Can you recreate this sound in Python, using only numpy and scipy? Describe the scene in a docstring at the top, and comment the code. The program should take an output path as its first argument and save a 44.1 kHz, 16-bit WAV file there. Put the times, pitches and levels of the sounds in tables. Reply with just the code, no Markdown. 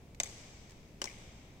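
"""A large, empty sports hall: low, steady rumble, and the fading ring of an earlier tap.
A stick ticks faintly in the hands, then its blade taps a hollow plastic floorball, juggling it.
The tap is a sharp clack and two quick rebounds; blade and ball ring for a few hundredths of a second.
Floor and walls throw the clack back, and the hall rings on.
Three more ticks, then a second tap, on a springier spot of the blade."""
import sys
import numpy as np
from scipy import signal
from scipy.fft import rfft, irfft
from scipy.io import wavfile

SR = 44100
rng = np.random.default_rng(int(sys.argv[2]) if len(sys.argv) > 2 else 0)


def dump(signal):
    """Clip the signal to [-1, 1] and save it as 16-bit WAV at the path in sys.argv[1]."""
    limited = np.clip(np.atleast_2d(signal).T, -1, 1)
    pcm = np.round(limited * 32767).astype(np.int16)
    wavfile.write(sys.argv[1], SR, pcm)


N = 70560


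def from_db(db):
    """Decibels to gain."""
    return 10 ** (np.asarray(db) / 20)


def at_hz(points, hz, column=1):
    """Table column, interpolated over log frequency."""
    table = np.array(points)
    return np.interp(np.log(np.maximum(hz, 1)), np.log(table[:, 0]), table[:, column])


def pan(db):
    """Left and right gains for an L-R level difference."""
    return from_db(np.array([[.5], [-.5]]) * db)


def shifted(x, start_s):
    """Stereo sound placed in a full-length track; a negative start drops its head."""
    start = int(round(start_s * SR))
    skip = max(-start, 0)
    return np.pad(x, ((0, 0), (max(start, 0), N)))[:, skip:skip + N]


def envelope(t, rise_s, t60_s):
    """Quick rise, exponential decay."""
    return (1 - np.exp(-t / rise_s)) * np.exp(-np.log(1000) * t / t60_s)


# Left-right coherence: f/Hz, correlation
COHERENCE = [(60, 0.93), (200, 0.98), (400, .93), (700, 0.62), (1200, 0), (2400, 0.16), (5000, 0)]

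def noise(spectrum, size):
    """Stereo noise of given spectral density, coherent in the bass only."""
    hz = np.arange(size // 2 + 1) * SR / size
    mid, side = rfft(rng.standard_normal((2, size)))
    coherence = at_hz(COHERENCE, hz)
    pair = np.sqrt(1 + coherence) * mid + np.sqrt(1 - coherence) * side * [[1], [-1]]
    return irfft(pair * from_db(at_hz(spectrum, hz)) * np.sqrt(SR) / 2, size)


def burst(spectrum, t, rise_s, t60_s, pan_db=2):
    """Decaying stereo noise burst."""
    return noise(spectrum, len(t)) * envelope(t, rise_s, t60_s) * pan(pan_db)


# Microphone colour: f/Hz, L-R/dB
MIC_BALANCE = [(80, -0.1), (300, 1), (700, 3), (1500, 0.3), (2400, 1), (4400, 3), (6300, 8), (7800, -5),
               (14000, 2.5)]

def room_noise(spectrum, size):
    """Diffuse noise, coloured by the microphones: brighter left near 6.3 kHz, right near 7.8 kHz."""
    hz = np.arange(size // 2 + 1) * SR / size
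    return irfft(rfft(noise(spectrum, size)) * pan(at_hz(MIC_BALANCE, hz)), size)


# Room noise: f/Hz, density/(dB per Hz)
RUMBLE_SPECTRUM = [(15, -77), (30, -80.5), (50, -76), (90, -78.5), (135, -79), (200, -82), (350, -88),
                   (600, -94), (1000, -100), (1500, -107), (2300, -107), (4000, -110), (7000, -112),
                   (9500, -118), (15000, -118)]

def rumble():
    """Low, steady noise of the hall."""
    return room_noise(RUMBLE_SPECTRUM, N)


# Reverberation: f/Hz, initial density/(dB per Hz), T60/s
HALL_DECAY = [(253, -93, 4.3), (606, -88.5, 2.4), (930, -92, 3.14), (1450, -97.5, 3.02), (1940, -92.5, 3.6),
              (2410, -87.5, 3.23), (2500, -94, 2.5), (2870, -91, 2.73), (3900, -92.5, 2.02),
              (6660, -88, 2.05), (6930, -97, 1.61), (7630, -89, 1.68), (10220, -104, 0.97),
              (14400, -106, 0.6)]

def hall_tail(treble_above_hz=3800, clump_db=0.28, clump_s=0.0052):
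    """Diffuse ring after one clack, as body and treble; the treble dies first."""
    size = 2 * N
    t, hz = np.arange(size) / SR, np.arange(N + 1) * SR / size
    spectrum, out = rfft(room_noise(HALL_DECAY, size)), np.zeros((2, 2, size))
    edges_hz = np.geomspace(300, 17000, 12)
    for low, high in zip(edges_hz, edges_hz[1:]):
        centre_hz = np.sqrt(low * high)
        band = irfft(spectrum * ((hz >= low) & (hz < high)), size)
        decay = envelope(t, rise_s=0.037, t60_s=at_hz(HALL_DECAY, centre_hz, column=2))
        out[int(centre_hz > treble_above_hz)] += band * decay
    # late reflections arrive in clumps
    clumps = np.interp(t / clump_s, np.arange(1000), rng.standard_normal(1000))
    return out * from_db(clump_db * clumps)


def hall(delay_s=.008, springy_body_db=2.5, springy_treble_db=-2):
    """Each contact feeds the hall by its strength; the springy spot sends a duller sound."""
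    body, treble = hall_tail()
    earlier_tap = (-0.79, 0.5, .5)  # t/s, level/dB, spot
    out = 0
    for start_s, db, spot, *_ in [earlier_tap, *BLADE_CONTACTS]:
        tail = from_db(spot * springy_body_db) * body + from_db(spot * springy_treble_db) * treble
        out += shifted(from_db(db) * tail, start_s + delay_s)
    return out


# Stick tick: f/Hz, initial density/(dB per Hz)
TICK_SPECTRUM = [(400, -91), (750, -93), (1300, -101), (2250, -86.5), (3000, -96), (4000, -96), (7500, -94),
                 (10000, -108), (15000, -108)]
# Ticks: t/s, level/dB
STICK_TICKS = [(0.1468, 4.5), (0.695, 2), (0.7067, 4.5), (0.7189, 2)]

def ticks():
    """Faint, dry noises of the stick in the hands."""
    t, out = np.arange(SR // 10) / SR, 0
    for start_s, db in STICK_TICKS:
        out += shifted(from_db(db) * burst(TICK_SPECTRUM, t, rise_s=0.00035, t60_s=0.024), start_s)
    return out


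# Contact crack: f/Hz, initial density/(dB per Hz)
CRACK_SPECTRUM = [(200, -91), (600, -61.5), (1400, -68.5), (2200, -68.5), (4000, -60.5), (6500, -62),
                  (8000, -62), (10000, -74.5), (12500, -75), (15000, -74)]

def crack(t):
    """Dense snap of plastic on plastic."""
    return burst(CRACK_SPECTRUM, t, rise_s=0.00073, t60_s=0.016)


# Blade and ball modes: f/Hz, stiff-spot level/dB, springy-spot level/dB, T60/s, L-R/dB
BLADE_MODES = [(251, -56, -50.5, 0.062, -2), (378, -51, -44, 0.079, 2), (456, -61, -50.5, 0.064, -14),
               (574, -44, -49.5, 0.061, 2), (703, -37.5, -52, 0.053, 3), (849, -42, -42.5, 0.045, -2),
               (1018, -42, -43, 0.038, -1), (1146, -38, -41, 0.017, 12), (1550, -59, -41.5, 0.029, -9.5),
               (2072, -28.5, -40, 0.022, -3), (2390, -29.5, -49, .02, 3), (2923, -41.5, -36, .023, 14.5),
               (3600, -28, -49, 0.011, 16.5)]
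BALL_MODES = [(4760, -30.5, -30.5, 0.017, 7), (5410, -52, -27, 0.015, 18), (5800, -38, -23, 0.0089, 19),
              (6200, -27, -42, .026, 13.5), (6766, -20.5, -29, 0.012, 11.5), (6807, -19, -45, 0.0099, 14),
              (7726, -19.5, -28, 0.012, -4.5), (8650, -31, -26.5, 0.01, 3.5), (9730, -45.5, -44, 0.03, -9)]

def ring(modes, spot, t, rise_s, upper_db=0, upper_above_hz=1800):
    """Damped modes, weighted by where the ball lands; no two contacts are quite alike."""
    out = 0
    for k, (hz, stiff_db, springy_db, t60_s, pan_db) in enumerate(modes):
        scatter_db, detune = rng.normal(0, 1.0), rng.normal(0, 0.011)
        db = stiff_db + spot * (springy_db - stiff_db) + scatter_db + upper_db * (hz > upper_above_hz)
        stereo_phase_rad = 1.45 * min(hz / 1140, 1) * np.array([[-.5], [.5]])  # wider in the treble
        wave = np.sin(2 * np.pi * hz * (1 + detune) * t + stereo_phase_rad)
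        out += (-1) ** k * from_db(db) * pan(pan_db) * envelope(t, rise_s, t60_s) * wave
    return out


# Stick rattle: f/Hz, initial density/(dB per Hz)
RATTLE_SPECTRUM = [(200, -76.5), (400, -74), (800, -70.5), (1400, -75.5), (2200, -73), (4000, -76.5),
                   (6500, -73.5), (8200, -76), (10000, -92.5), (15000, -103)]

def rattle(spot, t, springy_db=2.5):
    """Stick rattle and nearby scatter: a rough tail joining the contacts of one tap."""
    return from_db(spot * springy_db) * burst(RATTLE_SPECTRUM, t, rise_s=0.001, t60_s=0.067)


# Ball meets blade: t/s, level/dB, spot (0 stiff, 1 springy), crack/dB, blade ring/dB,
# upper blade modes/dB, ball ring/dB, L-R/dB, wall slap/dB
BLADE_CONTACTS = [(0.2003, 1.5, 0.026, -3, 0.5, -0.5, -1, 0, -9.5),
                  (0.2332, -10.5, 0, 2.5, -3.5, 2, 4, -0.5, -8), (0.2432, -25, 0, 11, 1, 2, -2, 2, -8),
                  (1.0165, -3.5, 0.9, -2, 6.5, 1, -1.5, 0.5, 0.5),
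                  (1.0408, -7.5, 0.86, 0.5, 5, -19, 1.5, 1, 0),
                  (1.055, -10.5, 0.97, -4, 5, -21, -5.5, 4, -3.5)]

def clacks():
    """Each contact cracks, rings blade and ball, and rattles the stick."""
    t, out = np.arange(SR // 10) / SR, 0
    for start_s, db, spot, crack_db, blade_db, upper_db, ball_db, pan_db, _ in BLADE_CONTACTS:
        blade = from_db(blade_db) * ring(BLADE_MODES, spot, t, rise_s=0.001, upper_db=upper_db)
        ball = from_db(ball_db) * ring(BALL_MODES, spot, t, rise_s=0.00054)
        clack = from_db(crack_db) * crack(t) + blade + ball + rattle(spot, t)
        out += shifted(from_db(db) * pan(pan_db) * clack, start_s)
    return out


# Wall echoes: delay/s, clack level/dB, slap level/dB
WALL_ECHOES = [(.0568, -21, -1), (.0632, -24, -5.5), (.072, -24.5, -16), (.125, -45, -17), (.180, -31, -28)]

def reflections(direct, floor_delay_s=.0035, floor_db=-18):
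    """The clack bounces off the floor, then the walls."""
    floor = from_db(floor_db) * shifted(direct, floor_delay_s)
    walls = sum(from_db(db) * shifted(direct, delay_s) for delay_s, db, _ in WALL_ECHOES)
    return floor + walls


# Hollow wall slap: f/Hz, initial density/(dB per Hz)
SLAP_SPECTRUM = [(1000, -100), (1650, -74), (2000, -58), (2400, -59), (2800, -84), (4000, -100)]

def wall_slaps():
    """The clack's hollow note carries best to the walls and returns as short, rough knocks."""
    t, out = np.arange(SR // 20) / SR, 0
    for start_s, db, *_, wall_db in BLADE_CONTACTS:
        slap = burst(SLAP_SPECTRUM, t, rise_s=0.0012, t60_s=0.022, pan_db=3)
        for delay_s, _, slap_db in WALL_ECHOES:
            out += shifted(from_db(db + wall_db + slap_db) * slap, start_s + delay_s)
    return out


def scene():
    """Stereo sum of hall, stick, ball and echoes."""
    direct = clacks()
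    return rumble() + hall() + ticks() + direct + reflections(direct) + wall_slaps()


def record(dry):
    """Steep elliptic low-pass."""
    cutoff_hz = 15750
    return signal.sosfilt(signal.ellip(10, .1, 70, cutoff_hz, fs=SR, output="sos"), dry)


dry = scene()
out = record(dry)
dump(out)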